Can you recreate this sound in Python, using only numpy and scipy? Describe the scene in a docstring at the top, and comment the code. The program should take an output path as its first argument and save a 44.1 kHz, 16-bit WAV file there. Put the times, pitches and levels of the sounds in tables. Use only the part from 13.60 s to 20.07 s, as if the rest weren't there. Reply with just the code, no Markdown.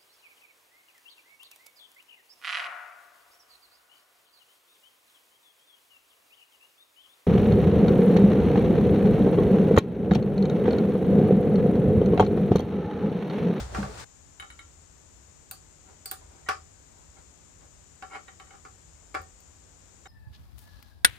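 """Steel tweezers pick at the heatsink cover of a motherboard on a wooden desk: light taps, short scrapes,
sharp snaps as the tips slip off, two firm knocks. Struck modes and brief noise make each contact.
First the board clacks as hands shift it, and later fingers brush it: noise rustles, desk modes boom.
The room is small and dry; its echo is set for two microphones 14 cm apart, about 0.8 m above the board.
Behind it all lie a low room rumble and a thin hiss, with a louder narrow hiss in the left microphone."""
import sys
import numpy as np
from scipy import signal
from scipy.fft import rfft, irfft, next_fast_len
from scipy.io import wavfile
from scipy.ndimage import uniform_filter1d

SR = 44100
rng = np.random.default_rng(int(sys.argv[2]) if len(sys.argv) > 2 else 0)


def master_out(mix):
    """Clip the mix to full scale and print it as 16-bit PCM to the path in sys.argv[1]."""
    frames = np.transpose(np.atleast_2d(mix))
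    ceiling = np.clip(frames, -1, 1)
    pcm = np.round(ceiling * 32767).astype(np.int16)
    wavfile.write(sys.argv[1], SR, pcm)


N = 285547
TIME = np.arange(N) / SR
AGE = TIME[:SR // 3]   # time since a contact, s

# Tap, knock and snap-drop levels precede the softening filters; scrape levels follow them.
# t60/s is the time to fade by 60 dB.
# contacts on the cover, opening clacks of the board, then taps of the tips:
# (t/s, build-up/s, cover level/dB, tweezers level/dB)
TAP_EVENTS = [(0.1468, 0.00059, -26, -54), (0.228, 0.00076, -29.5, -53), (0.7983, 0.00019, -46, -34),
              (0.823, 0.00089, -40.5, -40), (0.902, 0.00017, -53, -42), (0.9908, 0.00033, -53, -39),
              (4.423, .0015, -31.5, -37.5), (4.556, 0.0012, -33.5, -58), (4.681, .001, -44, -42.5),
              (4.7981, 0.00073, -42, -43), (4.869, 0.0013, -54, -52), (4.906, 0.0013, -46, -47),
              (5.0501, 0.00085, -39.5, -62), (6.456, 0.0011, -41.5, -40)]
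# firm knocks: (main blow t/s, lead of the first tip/s, build-up/s, cover level/dB)
KNOCK_EVENTS = [(2.8895, .0025, .00018, -21), (5.5482, .005, 0.00075, -24.5)]
# tips slipping off an edge and snapping together: (t/s, crack level/dB, ping level/dB, cover level/dB)
SNAP_EVENTS = [(1.9114, -29, -45.5, -43), (2.4573, -27.5, -38.5, -44), (2.513, -24, -56, -34),
               (5.617, -50.5, -70, -51), (5.803, -55, -70, -68)]
# tips dragging over the cover until they let go: (hardest t/s, rise/s, cover level/dB, tweezers level/dB)
SCRAPE_EVENTS = [(2.302, 0.054, -68, -67), (2.867, 0.0072, -58, -46), (3.572, 0.011, -73, -61),
                 (4.556, 0.061, -44.5, -42), (4.685, 0.015, -60.5, -52.5), (4.947, 0.033, -54, -79)]
# fingers brushing the board: (hardest t/s, length/s, rubbing level/dB)
BRUSH_EVENTS = [(2.299, 0.17, -59.5), (2.626, 0.098, -58.5), (2.76, 0.26, -60), (3.383, .3, -64.5),
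                (3.581, .09, -57.5), (4.03, 0.088, -59.5)]
# board and hands bumping on the desk: (t/s, level/dB, f/Hz around which the desk is driven)
BUMP_EVENTS = [(0.002, -33, 59.6), (0.169, -36, 65), (0.176, -35, 390), (0.186, -21, 194),
               (0.225, -28.5, 135), (0.293, -36.5, 430), (2.641, -43.5, 60), (5.599, -42, 75.4)]
# hands shifting the board, levels ahead of the trims in handling():
# (hardest t/s, easing/(dB/s), rumble level/dB, rubbing level/dB, rustle level/dB)
PUSH_EVENTS = [(0.003, 190, -31.5, -41.5, -45), (0.175, 77, -34, -37, -48),
               (0.402, 135, -50.5, -51.5, -47.5)]

# heatsink cover, long modes: (f/Hz, relative level/dB, t60/s)
COVER_MODES = [(260.5, -21.5, 0.33), (375.5, -12.5, 0.25), (449, -5.5, 0.24), (540.4, -7.5, 0.34),
               (1075, -2.5, 0.12), (1141.5, 9.5, 0.091), (1192, 1.5, 0.13), (1233, -1, 0.22),
               (1335, -6, 0.22), (1376, 6, 0.15), (1470, -21, 0.28), (1514, -7, 0.15), (1560, -17, 0.061),
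               (1540, -17, 0.054), (1739, 3.5, 0.11), (1823, -11, 0.29), (1952, 1.5, 0.07),
               (2310, -14.5, 0.21), (2460, -23, 0.11), (2630, -25, 0.39), (2690, -26, 0.16)]
# the cover's crowd of short-lived modes: (f/Hz, relative level/(dB per Hz))
CLATTER_SPECTRUM = [(120, -21), (260, -13), (400, -8), (650, -8), (930, -27.5), (1130, 4), (1580, 0),
                    (2000, -11.5), (2450, -5), (3800, -21.5), (4800, -9), (5700, -14.5), (6500, -17.5),
                    (10000, -17.5), (16000, -100)]
# board flexing beneath the cover: (f/Hz, relative level/dB, t60/s)
BOARD_MODES = [(400.6, -12.5, 0.16), (760, -2.5, 0.16), (812, -4.5, 0.1)]
# short clink of the tweezer arms, with the cover's longer ring near 1.37 kHz:
# (f/Hz, relative level/dB, t60/s)
CLINK_MODES = [(1368, -2, 0.18), (1910, -17, 0.047), (1893, -3.5, 0.12), (2080, -6, 0.028),
               (2199, 1.5, 0.061), (2260, 1, 0.032), (2943, -3.5, 0.042), (3018, 2, 0.041),
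               (3136, -1.5, 0.031), (3764, 1.5, 0.037), (3816, -4, 0.042), (4050, -12, 0.036),
               (10280, -4, 0.046)]
# tweezer tips ringing freely: (f/Hz, relative level/dB, t60/s)
TIP_MODES = [(4290, -1, 0.07), (4360, -6, 0.1), (4410, 0.5, 0.061), (4500, -1, 0.078), (4700, -3, 0.072),
             (4606, 6, 0.11), (5070, 0, .06), (8250, 1, 0.044), (8800, -10, .04), (9280, -6, .045),
             (10640, 5, 0.032)]
# steel on metal: (f/Hz, relative level/(dB per Hz))
CRACK_SPECTRUM = [(300, -17), (1500, -17), (3000, -1), (4500, -1.5), (5700, -10), (9200, 8), (11500, -13),
                  (14500, 13), (15700, -11), (17000, -32)]
# desk top: (f/Hz, relative level/dB, t60/s)
DESK_MODES = [(59, 0.5, .24), (79.8, -1.5, 0.45), (141, 1.5, 0.18), (200.4, -0.5, .22), (293, 3.5, .13),
              (430, -1, 0.14)]
# rumble of the sliding board: (f/Hz, relative level/(dB per Hz))
SHIFT_SPECTRUM = [(15, -20), (35, -10), (65, 5), (130, -6), (250, -28), (600, -75)]
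# skin rubbing over the board: (f/Hz, relative level/(dB per Hz))
RUB_SPECTRUM = [(120, 0), (250, -3.5), (450, 1.5), (850, -1), (1300, -9), (2200, -15), (4000, -48),
                (9000, -61)]
# rustle of the hands: (f/Hz, relative level/(dB per Hz))
RUSTLE_SPECTRUM = [(400, -13), (1300, 8.5), (2500, 0), (4500, 1), (7000, -1.5), (9500, -5), (11500, -39),
                   (14500, -11), (17000, -40)]

# the room along its three axes: (length/m, board position/m, left microphone/m, right microphone/m)
ROOM_PLAN_M = [(4.1, 1.9, 1.83, 1.97), (3.2, .62, .5, .5), (2.6, .78, 1.6, 1.6)]
# fading of the room's echo: (f/Hz, t60/s)
ECHO_T60 = [(200, 0.23), (1500, 0.17), (3000, 0.19), (5000, 0.26), (10000, 0.18), (16000, 0.083)]
# room rumble: (f/Hz, relative level/(dB per Hz))
ROOM_TONE_SPECTRUM = [(15, -24), (32, -8.5), (52, -2), (72, 0.5), (100, -5.5), (122, -14), (150, -8.5),
                      (200, -15), (330, -17), (700, -22), (1400, -25.5), (3000, -31.5), (8000, -38),
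                      (16000, -93.5)]
# likeness of the rumble in the two microphones: (f/Hz, correlation from -1 to 1)
ROOM_TONE_LIKENESS = [(60, 0.81), (100, 0.55), (170, 0), (400, 0.019), (16000, 0)]
# narrow hiss of the left microphone: (f/Hz, relative level/(dB per Hz))
LEFT_HISS_SPECTRUM = [(1000, -8.5), (3000, -13), (4500, -12.5), (5800, -5.5), (6500, -1), (7150, 4.5),
                      (7900, -2), (8600, -8.5), (9600, -24.5), (11500, -73), (16500, -32)]
# faint whistles in that hiss: (f/Hz, peak level/dB)
LEFT_WHISTLES = [(7017, -68), (7137, -65.5), (7317, -79)]
# thin top hiss of both microphones: (f/Hz, relative level/(dB per Hz))
TOP_HISS_SPECTRUM = [(7000, -2), (9900, 13), (11500, -39), (12900, 14), (14300, 5), (15300, -3),
                     (17000, -24)]

# a soft contact is duller, flexes the board more and ticks less:
# values at the usual build-up, and change per doubling of it
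USUAL_BUILD_S = 0.001
BRIGHT_HZ, DULLING_OCTAVES = 1350, 0.58
BOARD_DB, BOARD_RISE_DB = -10.5, 1.5   # relative to the cover
TICK_DB, TICK_LOSS_DB = -30, 3.5
COVER_SPAN_OCTAVES = 2.7   # how far below its brightness a contact drives the cover
ARMS_ABOVE_OCTAVES = 1.5   # the tweezers stay brighter than the cover
# a knock's first tip and one bounce relative to its main blow; tweezers and desk boom relative to the cover
FIRST_TIP_DB, BOUNCE_S, BOUNCE_DB = -5, 0.019, -14
KNOCK_ARMS_DB, KNOCK_BOOM_DB, KNOCK_BOOM_HZ = -19, -21, 95
SNAP_BUILD_S, SNAP_ARMS_DB = 0.00077, -21   # the drop onto the cover; tweezers relative to it
SCRAPE_RELEASE_S, SCRAPE_BOARD_DB = 0.026, -3   # board relative to the cover
SCRAPE_BRIGHT_HZ, SCRAPE_ARMS_HZ = 1400, 2200   # where the treble of cover and tweezers falls off
SLIPS_PER_S = 1500
BRUSH_RISE_SHARE, BRUSH_RUSTLE_DB = 0.44, -8.5   # share of the length spent swelling; rustle re rubbing
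BUMP_OCTAVES, BUMP_BUILD_S = 0.27, 0.00093   # width of the drive; its onset
PUSH_RISE_DB_PER_S = 201
RUSTLE_BREAKS_OFF_S = 0.446   # the handling noise breaks off abruptly
RUB_TRIM_DB, RUSTLE_TRIM_DB = 1.0, 4.0
SOUND_M_PER_S, SCATTER_AFTER_S = 343, 0.016
TOUCH_ECHO_DB, SNAP_ECHO_DB = -2.0, -2.5   # echo relative to the sound sent into the room
ROOM_TONE_DB, LEFT_HISS_DB, TOP_HISS_DB = -56, -54.5, -77.5
BASS_LOSS_HZ, CUTOFF_HZ = 36, 16400


def contacts():
    """A board clack or a tap is one contact; in a knock two tips land in turn and bounce once."""
    out = np.zeros((2, N))
    for s, build_s, cover_db, tweezers_db in TAP_EVENTS:
        add(out, s, contact(build_s, cover_db, tweezers_db))
    for s, lead_s, build_s, cover_db in KNOCK_EVENTS:
        blows = [(-lead_s, FIRST_TIP_DB), (0, 0), (BOUNCE_S, BOUNCE_DB)]
        for after_s, step_db in blows:
            blow = contact(build_s, cover_db, cover_db + KNOCK_ARMS_DB)
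            add(out, s + after_s, from_db(step_db) * blow)
    return out


def contact(build_s, cover_db, tweezers_db):
    """One contact rings the cover, the board and the tweezers; its softness sets the colour."""
    softness = np.log2(build_s / USUAL_BUILD_S)
    bright_hz = BRIGHT_HZ * 2 ** (-DULLING_OCTAVES * softness)
    cover = thinned(cover_blow(bright_hz), bright_hz / 2 ** COVER_SPAN_OCTAVES)
    arms = dulled(tweezers_blow(), bright_hz * 2 ** ARMS_ABOVE_OCTAVES)
    board_level = from_db(cover_db + BOARD_DB + BOARD_RISE_DB * softness)
    bodies = from_db(cover_db) * cover + board_level * board_blow() + from_db(tweezers_db) * arms
    tick_level = (from_db(cover_db) + from_db(tweezers_db)) * from_db(TICK_DB - TICK_LOSS_DB * softness)
    return bodies * onset(build_s) + tick_level * crack()


def cover_blow(bright_hz):
    """Long modes over a brief clatter; a softer contact leaves out the treble."""
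    clatter_decay = fade(0.022) + from_db(-13) * fade(0.11)
    clatter = noise(CLATTER_SPECTRUM, size=len(AGE), likeness=0.53) * clatter_decay
    modes = ring(COVER_MODES, vary_db=1.5, spread=0.7)
    blow = from_db(-4.5) * modes + from_db(2.5) * clatter
    keep = np.exp(-2 * np.pi * bright_hz / SR)   # one-pole lowpass
    return signal.lfilter([1 - keep], [1, -keep], blow)


def board_blow():
    """The heavier board takes a moment to start swinging."""
    return ring(BOARD_MODES, vary_db=2.0, spread=1.0) * onset(0.0036)


def tweezers_blow():
    """The arms give a short clink, with the cover's longer ring near 1.37 kHz in it."""
    return ring(CLINK_MODES, vary_db=3.5, spread=0.76)


def crack():
    """A few milliseconds of bright chatter of steel on metal."""
    return noise(CRACK_SPECTRUM, size=len(AGE), likeness=0.13) * fade(0.021) * onset(0.00013)


def snaps():
    """The tips crack together, ring on and drop onto the cover."""
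    out = np.zeros((2, N))
    for s, crack_db, ping_db, cover_db in SNAP_EVENTS:
        ping = ring(TIP_MODES, vary_db=1.5, spread=0.5)
        drop = contact(SNAP_BUILD_S, cover_db, cover_db + SNAP_ARMS_DB)
        add(out, s, from_db(crack_db) * crack() + from_db(ping_db) * ping + drop)
    return out


def scrapes():
    """Dragged tips keep cover, board and tweezers ringing, harder and harder until they let go."""
    out = np.zeros((2, N))
    for s, rise_s, cover_db, tweezers_db in SCRAPE_EVENTS:
        cover = dragged(cover_blow(SCRAPE_BRIGHT_HZ))
        board = dragged(board_blow())
        arms = dragged(dulled(tweezers_blow(), SCRAPE_ARMS_HZ))
        cover_and_board = cover + from_db(SCRAPE_BOARD_DB) * board
        bodies = from_db(cover_db) * cover_and_board + from_db(tweezers_db) * arms
        add(out, s - rise_s, swell(rise_s, SCRAPE_RELEASE_S) * bodies)
    return out


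def dragged(body):
    """A stream of tiny random slips keeps a body ringing at an even level of 1."""
    size = 2 * len(AGE)
    slips = (rng.random(size) < SLIPS_PER_S / SR) * rng.standard_normal(size)
    # keep the second half, where the ringing has already built up
    sound = signal.fftconvolve(slips[None], body, axes=1)[:, len(AGE):size]
    power = uniform_filter1d(np.mean(sound ** 2, axis=0), size=SR // 70)
    return sound / np.sqrt(power + 1e-20)


def swell(rise_s, fall_s):
    """Pressure of a stroke, from its start: straight up, straight down."""
    return np.interp(AGE, [0, rise_s, rise_s + fall_s], [0, 1, 0])


def brushes():
    """Finger tips only rub and rustle: noise under a swell of pressure."""
    out = np.zeros((2, N))
    for s, length_s, rubbing_db in BRUSH_EVENTS:
        rise_s = BRUSH_RISE_SHARE * length_s
        rubbing = noise(RUB_SPECTRUM, size=len(AGE))
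        rustle = noise(RUSTLE_SPECTRUM, size=len(AGE))
        skin = rubbing + from_db(BRUSH_RUSTLE_DB) * rustle
        add(out, s - rise_s, from_db(rubbing_db) * swell(rise_s, length_s - rise_s) * skin)
    return out


def bumps():
    """The desk top booms briefly under the board and each knock, in the modes nearest the drive."""
    out = np.zeros((2, N))
    hz, mode_db, t60 = np.transpose(DESK_MODES)[:, :, None]
    modes = from_db(mode_db) * np.sin(2 * np.pi * hz * AGE) * fade(t60) * onset(BUMP_BUILD_S)
    under_knocks = [(s, cover_db + KNOCK_BOOM_DB, KNOCK_BOOM_HZ) for s, _, _, cover_db in KNOCK_EVENTS]
    for s, level_db, drive_hz in [*BUMP_EVENTS, *under_knocks]:
        share = np.exp(-np.abs(np.log2(hz / drive_hz)) / BUMP_OCTAVES)
        boom = np.sum(share * modes, axis=0) / np.linalg.norm(share)
        add(out, s, from_db(level_db) * boom * pan(0.3))
    return out


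def handling():
    """The board slides and skin rubs over it; each push swells and eases, then the noise breaks off."""
    levels = np.zeros((3, N))
    for s, easing, *levels_db in PUSH_EVENTS:
        drop_db = np.maximum(PUSH_RISE_DB_PER_S * (s - TIME), easing * (TIME - s))
        levels += from_db(np.array(levels_db)[:, None] - drop_db)
    rumble, rubbing, rustling = levels
    shift = rumble * noise(SHIFT_SPECTRUM, size=N, likeness=0.97)
    rub = rubbing * from_db(RUB_TRIM_DB) * noise(RUB_SPECTRUM, size=N, likeness=0.1) * pan(1.4)
    rustle = rustling * from_db(RUSTLE_TRIM_DB) * noise(RUSTLE_SPECTRUM, size=N, likeness=0.05) * pan(4.1)
    break_off = np.clip((RUSTLE_BREAKS_OFF_S - TIME) / 0.0018, 0, 1)
    return (shift + rub + rustle) * break_off


def room(x):
    """Wall reflections of unit energy, each band of the echo fading at its own rate."""
    hz = np.arange(len(AGE) // 2 + 1) * SR / len(AGE)
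    clicks = rfft([reflections(channel=c, order=24) for c in range(2)])
    known_hz, t60s = np.transpose(ECHO_T60)
    echo = np.zeros((2, len(AGE)))
    for one_band, t60 in zip(np.eye(len(t60s)), t60s):
        band = at_hz(np.column_stack([known_hz, one_band]), hz)   # overlaps its neighbours
        echo += irfft(clicks * band, len(AGE)) * fade(t60)
    return signal.fftconvolve(x, rms_one(echo) / np.sqrt(len(AGE)), axes=1)[:, :N]


def reflections(channel, order):
    """One click for each mirror image of the board in the walls, timed from the direct sound."""
    k = np.arange(-order, order + 1)
    offsets = []
    for length, board, *mics in ROOM_PLAN_M:
        image = k * length + np.where(k % 2, length - board, board)
        offsets.append(image - mics[channel])
    x, y, z = np.ix_(*offsets)
    metres = np.sqrt(x ** 2 + y ** 2 + z ** 2).ravel()
    delay = np.round((metres - metres.min()) / SOUND_M_PER_S * SR).astype(int)
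    # the first reflections alternate in sign; furniture scatters the later ones
    alternating = 1 - 2 * (np.arange(len(metres)) % 2)
    scattered = rng.choice([-1, 1], len(metres))
    sign = np.where(delay < SCATTER_AFTER_S * SR, alternating, scattered)
    strength = (delay > 0) * sign / metres   # leaves out the direct sound
    return np.bincount(delay, strength, minlength=len(AGE))[:len(AGE)]


def background():
    """Room rumble and a thin hiss on both sides; the left microphone hisses louder and whistles faintly."""
    tone = noise(ROOM_TONE_SPECTRUM, size=N, likeness=ROOM_TONE_LIKENESS) * pan(0.46)
    top = noise(TOP_HISS_SPECTRUM, size=N, likeness=0.14)
    left = from_db(LEFT_HISS_DB) * noise(LEFT_HISS_SPECTRUM, size=N)[0]
    for hz, level_db in LEFT_WHISTLES:
        left += from_db(level_db) * np.sin(2 * np.pi * hz * TIME)
    left_only = left * np.array([[1], [0]])
    return from_db(ROOM_TONE_DB) * tone + from_db(TOP_HISS_DB) * top + left_only


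def ring(modes, vary_db, spread):
    """Struck modes at a nominal rms of 1; strength varies by blow, phase differs between microphones."""
    hz, level_db, t60 = np.transpose(modes)[:, :, None]
    strength, skew = rng.standard_normal((2, len(modes), 1))
    gain = from_db(level_db + vary_db * strength)
    sign = (-1) ** np.arange(len(modes))[:, None]
    swing = sign * gain * fade(t60)
    waves = [swing * np.sin(2 * np.pi * hz * AGE + side * spread * skew) for side in (1, -1)]
    return np.sum(waves, axis=1) / np.sqrt(np.sum(gain ** 2) / 2)


def noise(spectrum, size, likeness=0):
    """Coloured stereo noise of rms 1; likeness, one value or a table, is the channels' correlation."""
    padded = next_fast_len(size)
    hz = np.arange(padded // 2 + 1) * SR / padded
    alike = likeness if np.isscalar(likeness) else at_hz(likeness, hz)
    alike = np.clip(alike, -1, 1)
    mid, side = rfft(rng.standard_normal((2, padded)))
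    both = np.sqrt(1 + alike) * mid + np.sqrt(1 - alike) * side * [[1], [-1]]
    coloured = irfft(both * from_db(at_hz(spectrum, hz)), padded)
    return rms_one(coloured[:, :size])


def fade(t60):
    """Exponential decay by 60 dB in t60 seconds."""
    return from_db(-60 * AGE / t60)


def onset(build_s):
    """Exponential approach to full level with the given time constant."""
    return 1 - np.exp(-AGE / build_s)


def dulled(x, hz):
    """Takes off the treble above a pitch."""
    corner_hz = np.clip(hz, 100, 0.45 * SR)
    return signal.sosfilt(signal.butter(2, corner_hz, fs=SR, output="sos"), x)


def thinned(x, hz):
    """Takes off the bass below a pitch."""
    corner_hz = np.clip(hz, 20, 0.45 * SR)
    return signal.sosfilt(signal.butter(2, corner_hz, "high", fs=SR, output="sos"), x)


def at_hz(points, hz):
    """Reads a table along a logarithmic frequency axis."""
    known_hz, values = np.transpose(points)
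    return np.interp(np.log(hz + 1e-9), np.log(known_hz), values)


def from_db(db):
    """Amplitude factor of a level in dB."""
    return 10 ** (np.asarray(db) / 20)


def rms_one(x):
    """Scales a signal to rms 1 over both channels."""
    return x / np.sqrt(np.mean(x ** 2) + 1e-20)


def pan(left_db):
    """Gains that make the left channel louder than the right by left_db."""
    return from_db(np.array([[left_db], [-left_db]]) / 2)


def add(out, s, sound):
    """Mixes a sound in at a given time."""
    start = max(round(s * SR), 0)
    out[:, start:start + sound.shape[1]] += sound[:, :N - start]


def scene():
    """Touches and snaps excite the room; bumps, handling and background are added without echo."""
    touches = contacts() + scrapes() + brushes()
    clicks = snaps()
    echo = room(from_db(TOUCH_ECHO_DB) * touches + from_db(SNAP_ECHO_DB) * clicks)
    return touches + clicks + echo + bumps() + handling() + background()


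def record(dry):
    """The microphones lose the deepest bass; the top is cut steeply."""
    thin = thinned(dry, BASS_LOSS_HZ)
    steep = signal.ellip(10, 0.1, 80, CUTOFF_HZ, fs=SR, output="sos")   # 0.1 dB ripple, 80 dB stop
    return signal.sosfilt(steep, thin)


dry = scene()
out = record(dry)
master_out(out)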